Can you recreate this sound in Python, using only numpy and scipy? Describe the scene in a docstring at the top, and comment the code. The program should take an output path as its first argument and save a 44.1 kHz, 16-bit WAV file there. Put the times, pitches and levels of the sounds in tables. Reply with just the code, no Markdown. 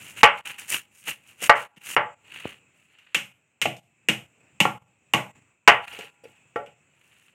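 """Blade on a bamboo tube

A heavy blade shaves and chops a scorched bamboo tube that stands on stone, in a small shelter.
Strokes and drags are friction noise; blows excite fibre snaps and the modes of tube, ground and blade.
Sparse echoes surround them, and a faint noise lies between and under the sounds. A small microphone
overloads on the hardest blows and its suppressor cuts the fading tails."""
import sys
import numpy as np
from scipy import signal
from scipy.io import wavfile
from scipy.ndimage import uniform_filter1d

SR = 44100
rng = np.random.default_rng(int(sys.argv[2]) if len(sys.argv) > 2 else 0)


def volts(x):
    """Linear amplitude factor 10**(x/20) for a level x in dB, scalar or array-like."""
    e = np.asarray(x, float) / 20
    return 10 ** e


def inscribe(sig):
    """Save sig as 16-bit PCM at rate SR to the path in sys.argv[1].

    A 1-D sig is mono; a 2-D sig holds one channel per row.
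    Samples are clipped to [-1, 1] before scaling.
    """
    pcm = np.round(np.clip(np.atleast_2d(sig).T, -1, 1) * 32767)
    wavfile.write(sys.argv[1], SR, pcm.astype(np.int16))


N = 323684

# blows and knocks, before the fixed gain of each part; the last three levels are relative to the crack:
# start_s, crack_db, tube_db, thud_db, splinter_db
BLOWS = [(0.163, -40.5, -13, -25, -12), (0.2317, 1, -4, -39.5, -33.5), (1.0792, -34, -6.5, -18, -16),
         (1.402, -39.5, -18, -23, -15.5), (1.4212, -24, -12.5, -23, -12), (1.4947, -12.5, 7, -46, -24),
         (1.556, -26, -2, -20, -14), (1.7624, -40, -15, -15.5, -10.5), (1.9645, -14, 2.5, -22.5, -30),
         (2.9862, -47, -35, -33.5, -7), (3.1464, -8, -22.5, -27, -8), (3.314, -49, -20, -28, -22),
         (3.6162, -10.5, -21.5, -27, -6), (3.655, -14.5, -6, -14, -15), (3.767, -56, -16, -23, 13.5),
         (4.0865, -7, -15, -18, -9), (4.603, -5.5, -12.5, -17.5, -8), (4.6526, -23.5, 6, -3, -21),
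         (5.136, -9, -5.5, -14, -8), (5.676, 1.5, -4, -34, -25.5), (5.928, -33.5, -7, -20, -10),
         (5.9893, -33, -2, -22, -2), (6.2405, -48, 0.5, -9.5, -12), (6.36, -55, -21.5, -25, -10),
         (6.559, -33, 14.5, -14.5, -13), (6.6619, -39.5, -28.5, -15.5, -13.5)]
# modes of the steel blade, levels before any tilt: pitch_hz, level_db, t60_s
BLADE_MODES = [(812, -4, 1.), (826, -2, 1.2), (910, -3, .7), (975, -2, 1.1), (1145, -2, .7), (1394, 1, 1.),
               (1540, 1, .5), (1940, 2, .15), (2550, 1, .12), (2750, 0, .1), (4780, -5, .09),
               (5600, -4, .08), (7100, -7, .06), (8570, -5, .07), (9730, -2, .08), (11860, -5, .08)]


def evened(x):
    """Normalisation to unit root-mean-square value."""
    return x / np.sqrt(np.mean(x ** 2) + 1e-20)


def read(points, hz):
    """Interpolation of a curve on a logarithmic frequency axis."""
    f, value = np.transpose(points)
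    return np.interp(np.log(hz + 1), np.log(f + 1), value)


def pulse(spectrum):
    """Minimum phase: the causal impulse response of a magnitude spectrum, scaled to energy 1."""
    level_db = np.maximum(read(spectrum, np.fft.rfftfreq(4096, 1 / SR)), -100)
    log_gain = level_db * np.log(10) / 20
    full = np.r_[log_gain, log_gain[-2:0:-1]]
    # the phase is the Hilbert transform of the log magnitude
    taps = np.fft.ifft(np.exp(np.conj(signal.hilbert(full)))).real[:2048]
    return taps / np.linalg.norm(taps)


def ring(modes, tilt_db=0., rise_s=0.00032):
    """Modal superposition: dying sines of energy 1; the tilt (dB an octave) says which the touch favours."""
    t = np.arange(SR) / SR
    taps = 0
    for k, (hz, db, t60) in enumerate(modes):
        decay = volts(db + tilt_db * np.log2(hz) - 60 * t / t60)
        # neighbours in opposite phase leave no notch between them
        taps = taps + (-1) ** k * decay * np.sin(2 * np.pi * hz * t)
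    taps = taps * (1 - np.exp(-t / rise_s))
    return taps / np.linalg.norm(taps)


def through(x, taps):
    """Linear filtering: convolution of a source with an impulse response."""
    return signal.oaconvolve(x, taps)[:N]


def grit(per_s, spread_db, size):
    """Shot noise: random clicks of either sign, a few of them large, rms 1."""
    draw = rng.random((size, 3))
    happens = draw[:, 0] < per_s / SR
    sign = np.sign(draw[:, 1] - .5)
    height = volts(-spread_db * np.log(draw[:, 2] + 0.0051))
    return evened(happens * sign * height)


def hardness(crack_db, tube_db):
    """Impact strength: 0 for a light touch, 1 for a blow that jars the whole tube."""
    return np.clip((crack_db + tube_db + 18.5) / 11, 0, 1)


def pressure(start_s, rise_s, hold_s):
    """Contact force: it rises to its full value at the start time, holds and dies; a hard blow ends it early."""
    release_s, lift_s, lift_fade_s = 0.13, 0.018, 0.015
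    t = np.arange(N) / SR
    rising = 1 + (t - start_s) / max(rise_s, .003)
    dying = 1 - (t - start_s - hold_s) / release_s
    shape = np.clip(np.minimum(rising, dying), 0, 1)
    # the blade leaves the skin just before the next blow that is not light
    lifts = [b[0] - lift_s for b in BLOWS if b[0] > start_s and hardness(*b[1:3]) > 0]
    lift = min(lifts + [N / SR])
    return shape * np.clip(1 + (lift - t) / lift_fade_s, 0, 1)


def strokes():
    """Friction: dense grit under a moving edge hisses and rasps; sparse catches make the blade sing."""
    # the blade runs along the skin, timed at full pressure; body is relative to the hiss:
    # start_s, rise_s, hold_s, hiss_db, body_db
    blade_strokes = [(0.0, .01, 0.11, -51.5, 3), (.172, 0.025, 0.13, -48, 8), (.38, 0.076, 0.0025, -57, 12),
                     (.454, .006, 0.055, -47.5, 11), (.584, 0.016, 0.037, -47.5, 5.5),
                     (.695, 0.051, .01, -33.5, -18.5), (.725, 0.07, 0.029, -31, 2.5),
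                     (.965, 0.097, 0.043, -58.5, -6), (1.08, 0.063, 0.017, -36, 5.5),
                     (1.29, 0.11, 0.014, -58, 0), (1.43, 0.07, 0.022, -31, 1.5),
                     (1.565, 0.012, 0.053, -52, 12.5), (1.764, 0.0024, 0.051, -66.5, 7.5),
                     (1.87, 0.092, 0.1, -40, 2), (5.85, 0.065, 0.03, -58.5, 13), (5.93, 0.13, .11, -59, 15),
                     (6.242, 0.012, 0.057, -73, 10.5)]
    # the tube drags over the ground, timed at full pressure; body is relative to the hiss:
    # start_s, rise_s, hold_s, hiss_db, body_db
    ground_drags = [(2.337, 0.152, 0.17, -58, 14), (2.772, 0.054, 0.048, -75.5, 8),
                    (2.95, 0.082, 0.19, -81, 18.5), (7.068, 0.17, 0.2, -71.5, 8.5)]
    # spectrum of the low part of a stroke, only its shape counts: frequency_hz, level_db
    rasp_spectrum = [(35, -59), (60, -19), (352, -23.5), (700, -25), (1140, -19), (1440, -15), (2310, -9.5),
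                     (2810, -3.5), (3430, -19.5), (4500, -27.5), (5850, -52.5), (9900, -120)]
    # spectrum of the high part of a stroke, only its shape counts: frequency_hz, level_db
    hiss_spectrum = [(2060, -28.5), (3500, -13.5), (5620, -2.5), (6700, 5), (7930, 2), (8400, 5),
                     (13800, -6), (15900, -7), (16500, -71)]
    hiss_off_db, body_off_db = -89.5, -78.5  # levels that vanishing pressure approaches
    sing_db = -8.5  # drive of the blade's singing, relative to the hiss

    level = np.zeros((3, N))  # hiss, rasp, singing
    for k, (start_s, rise_s, hold_s, hiss_db, body_db) in enumerate(blade_strokes + ground_drags):
        push = pressure(start_s, rise_s, hold_s)
        on = np.flatnonzero(push)
        hiss_level = volts(hiss_off_db + (hiss_db - hiss_off_db) * push[on])
        level[0, on] += hiss_level
        level[1, on] += volts(body_off_db + (hiss_db + body_db - body_off_db) * push[on])
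        level[2, on] += hiss_level * volts(sing_db) * (k < len(blade_strokes))  # drags do not sing

    # the edge catches and slips
    catch = volts(2.8 * evened(uniform_filter1d(rng.standard_normal((2, N)), 300)))
    rubbing = grit(6200, 5.5, size=N) + 1.1 * rng.standard_normal((2, N))
    hiss, rasp = evened(catch * rubbing) * level[:2]
    sing = grit(300, 3., size=N) * level[2]
    rubs = through(hiss, pulse(hiss_spectrum)) + through(rasp, pulse(rasp_spectrum))
    return rubs + through(sing, ring(BLADE_MODES[7:], 9.))  # the short upper modes of the pressed blade


def air():
    """Filtered noise: random spectral frames follow a fixed colour and drift in patches."""
    # spectrum of the faint noise, only its shape counts: frequency_hz, level_db
    air_spectrum = [(30, -32.5), (60, 0.5), (130, 0), (300, -8.5), (900, -14), (1800, -14.5), (2250, -9.5),
                    (2480, -7), (2600, -1.5), (2720, -10), (3000, -15), (3500, -25.5), (4800, -35.5),
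                    (6500, -24.5), (7100, -14), (7900, -14.5), (8500, -22.5), (9500, -42), (16000, -40)]
    # level of the faint noise between and under the sounds: time_s, level_db
    air_level = [(0, -52.5), (.87, -67), (1.301, -64), (1.7, -68), (2.301, -59.5), (3.0, -70),
                 (3.45, -70.5), (3.9, -70.5), (4.3, -61), (5.0, -68.5), (5.35, -56.5), (5.6, -73),
                 (6.1, -61.5), (7.34, -68.5)]
    frames, hz = N // 256 + 5, np.fft.rfftfreq(1024, 1 / SR)
    real, imaginary, patches = rng.standard_normal((frames, 513, 3)).T
    # smooth over frequency, then over time
    patches = evened(uniform_filter1d(uniform_filter1d(patches, 12, 0), 14, 1))
    z = (real + 1j * imaginary) * volts(read(air_spectrum, hz)[:, None] + 1.5 * patches)
    noise = signal.istft(z, nperseg=1024, noverlap=768)[1][:N]
    level = volts(np.interp(np.arange(N) / SR, *np.transpose(air_level)))
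    return level * evened(noise)


def shelter(x):
    """Reverberation: sparse echoes, each band dying at its own speed; three patterns take turns."""
    # reverberation time of the shelter: frequency_hz, t60_s
    decay_times = [(100, 0.44), (260, 0.23), (700, 0.3), (1840, 0.25), (4850, 0.24), (12800, 0.31)]
    turns_per_s = .7
    taps = np.zeros((3, SR // 2))
    # one echo of random sign in every 20 samples
    at = np.arange(200, SR // 2 - 20, 20) + rng.integers(0, 20, (3, (SR // 2 - 201) // 20))
    np.put_along_axis(taps, at, rng.choice([-1., 1.], at.shape), 1)
    hz, t, z = signal.stft(taps, SR, nperseg=512)
    decay = volts(-60 * t / read(decay_times, hz)[:, None])
    tails = signal.istft(z * decay, SR, nperseg=512)[1]
    turn = 2 * np.pi * (turns_per_s * np.arange(N) / SR + np.arange(3)[:, None] / 3)
    share = np.sqrt(2 / 3) * np.cos(turn)  # the squares sum to 1
    return sum(through(x * w, tail / np.linalg.norm(tail)) for w, tail in zip(share, tails))


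def tube(start_s):
    """Modal excitation: what the tube answers to a hard and to a light touch at this moment."""
    # modes of the tube before each blow's variation and pressing: pitch_hz, level_db, t60_s
    tube_modes = [(471.5, 0, 0.033), (579.5, -9, 0.14), (695, 0.5, 0.051), (844, 0.5, 0.1),
                  (1168, -3.5, .07), (1368, -0.5, 0.11), (1487, -2, .045), (1894, -4.5, 0.086),
                  (2263, -4.5, 0.034)]
    # body of a hard blow, only the shape of the spectrum counts: frequency_hz, level_db
    knock_spectrum = [(180, -35.5), (350, -11.5), (500, -9.5), (850, 5.5), (1400, 11), (2100, 6.5),
                      (2800, -28), (4000, -50), (7000, -100)]
    spot_db, spot_detune = 4., .025  # each blow lands elsewhere and favours other modes
    hz, db, t60 = np.transpose(tube_modes)
    pressed = 3.0 < start_s < 5.5  # seconds in which the tube is pushed onto the stone
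    luck = rng.standard_normal((2, len(hz))) * (1 if pressed else .3)
    damping = .5 if pressed else 1  # factor on the ring time
    modes = np.c_[hz * (1 + spot_detune * luck[0]), db + spot_db * luck[1], t60 * damping]
    body = volts(-2.37) * ring(modes)[:SR // 3]
    body[:2048] += pulse(knock_spectrum)
    light = ring(modes, -9.5)[:SR // 3] + volts(-15) * body
    return volts(22) * body, volts(18.5) * light


def blows():
    """Impact and fracture: a dying burst of snaps drives each part; returns blows and bare first contacts."""
    # modes of the ground: pitch_hz, level_db, t60_s
    ground_modes = [(131, -1, 0.082), (172, -1, 0.07), (213, -2.5, 0.085), (261, -7, 0.083),
                    (329, -7, 0.11)]
    # spectrum of a fibre crack, only its shape counts: frequency_hz, level_db
    crack_spectrum = [(500, -37.5), (1200, -15), (2000, -7), (2500, 0.5), (2900, 2), (3400, -14.5),
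                      (4000, -33), (5500, -40.5), (9000, -86.5)]
    # spectrum of bright splinters, only its shape counts: frequency_hz, level_db
    splinter_spectrum = [(2060, -22), (3500, -8.5), (4600, -17.5), (6870, -11.5), (8570, -12.5),
                         (9820, -21.5), (13100, -20), (15800, -37), (16100, -42), (16500, -87.5)]
    # decay constants: fibres snap on after the bite, a hard blow jolts tube and ground, a light one only touches
    splintering_s, jolt_s, tap_s = .009, .005, .001
    crumbling_s, crumbling_db = .026, -14  # a few late snaps as the split settles

    out, t = np.zeros((2, N + 2 * SR)), np.arange(8000) / SR
    # rows: crack, tube struck hard, tube struck lightly, thud, splinters
    lasts = np.array([splintering_s, jolt_s, tap_s, jolt_s, splintering_s])[:, None]
    crack = volts(16.0) * pulse(crack_spectrum)
    thud = volts(23.5) * ring(ground_modes, rise_s=.012)
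    bright = volts(13) * pulse(splinter_spectrum)
    for start_s, crack_db, tube_db, thud_db, bright_db in BLOWS:
        snaps = grit(5000, 2.5, size=len(t)) * np.exp(-t / lasts)
        late = grit(450, 3.5, size=len(t)) * np.exp(-t / crumbling_s)
        snaps[[0, 4]] += volts(crumbling_db) * late
        snaps /= np.linalg.norm(snaps, axis=1)[:, None] + 1e-9
        snaps[:, 0] = [0.33, 0.41, 1.0, 0.68, 0.63]  # the first contact
        hard = hardness(crack_db, tube_db)  # a hard blow wakes high modes
        level = volts(crack_db + np.array([0, tube_db, tube_db, thud_db, bright_db]))
        gains = level * np.sqrt([1, hard, 1 - hard, 1, 1])
        at = round(start_s * SR)
        for gain, drive, taps in zip(gains, snaps, [crack, *tube(start_s), thud, bright]):
            out[0, at:at + len(t) + len(taps) - 1] += gain * signal.fftconvolve(drive, taps)
            out[1, at:at + len(taps)] += gain * taps
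    return out[:, :N]


def rings():
    """Free vibration: the whole blade rings on after the edge bites hardest."""
    # ringing blows; where the blow lands decides the tilt: start_s, level_db, tilt_db_per_octave
    blade_rings = [(.2317, -8, -6), (1.4952, -15, -5), (1.9651, -24, -4), (5.676, -4, .5)]
    out = np.zeros(N + SR)
    for start_s, db, tilt_db in blade_rings:
        out[round(start_s * SR):][:SR] += volts(db) * ring(BLADE_MODES, tilt_db)
    return out[:N]


def clinks():
    """Impulse response: each light tap wakes the upper modes of the blade."""
    # light taps on the blade: start_s, level_db
    blade_taps = [(1.7631, -41), (5.9266, -28), (5.9894, -31), (6.04, -35), (6.2393, -35), (6.559, -35)]
    impulses = np.zeros(N)
    for start_s, db in blade_taps:
        impulses[round(start_s * SR)] = volts(db)
    return through(impulses, ring(BLADE_MODES[10:], -3.))


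def bumps():
    """Damped oscillation: each row of the table is one dying tone; a knock may have several."""
    # tones of the knocks as the tube is set down or jumps back: start_s, peak_db, pitch_hz, t60_s
    knock_tones = [(2.455, -16, 394, 0.0036), (3.6565, -20, 520, .005), (3.66, -29, 720, .17),
                   (4.6535, -11, 950, .003), (4.658, -27, 745, .17), (6.04, -46, 469, 0.08),
                   (6.237, -44.5, 495, 0.066), (6.254, -38, 474, 0.062)]
    out = np.zeros(N)
    for start_s, peak_db, hz, t60 in knock_tones:
        at = round(start_s * SR)
        tone = ring([(hz, 0, t60)])
        out[at:][:len(tone)] += (volts(peak_db) * tone / tone.max())[:N - at]
    return out


def scene():
    """Superposition: direct sounds, the echoes they excite and the faint noise add up."""
    hits, contacts = blows()
    rubs = strokes()
    knocks = bumps()
    direct = hits + rubs + knocks + clinks() + rings()
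    echoed = volts(-1.0) * contacts + volts(-32.0) * rubs + volts(-14.5) * knocks
    return (direct + shelter(echoed) + air())[None]


def roll_off(x):
    """The treble ends steeply here."""
    return signal.sosfilt(signal.butter(12, 16770, fs=SR, output="sos"), x)


def record(dry):
    """Saturation and downward expansion: bass cut, overload, and a suppressor that shuts on faded tails."""
    x = signal.sosfilt(signal.butter(3, 90, "high", fs=SR, output="sos"), dry)
    x = 1.075 * np.tanh(x / 0.99 + (x / 0.57) ** 3 / 3)  # overload
    x = signal.sosfilt(signal.butter(2, 60, "high", fs=SR, output="sos"), x).clip(-.88, .88)

    power_db = 10 * np.log10(abs(uniform_filter1d(x[0] ** 2, 700)) + 1e-12)
    fall = np.arange(N) * 37.0 / SR  # the remembered peak sinks 37 dB a second
    peak_db = np.maximum.accumulate(power_db + fall) - fall
    # a fixed while after a sudden rise the suppressor shuts 7 dB sooner
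    sudden = (power_db - np.roll(power_db, 500) > 18) & (power_db > -35)
    since_s = (np.arange(N) - np.maximum.accumulate(np.arange(N) * sudden)) / SR
    eager_db = 7 * ((since_s > .178) & (since_s < .212))
    under_db = eager_db + peak_db - 34.5 - power_db
    # 5 dB of cut for each dB under the threshold, down to a floor of -65 dB
    cut_db = np.maximum(np.minimum(5 * under_db, power_db + 65), 0)
    cut_db = uniform_filter1d(cut_db, 300)
    return roll_off(x * volts(-cut_db))


dry = scene()
out = record(dry)
inscribe(out)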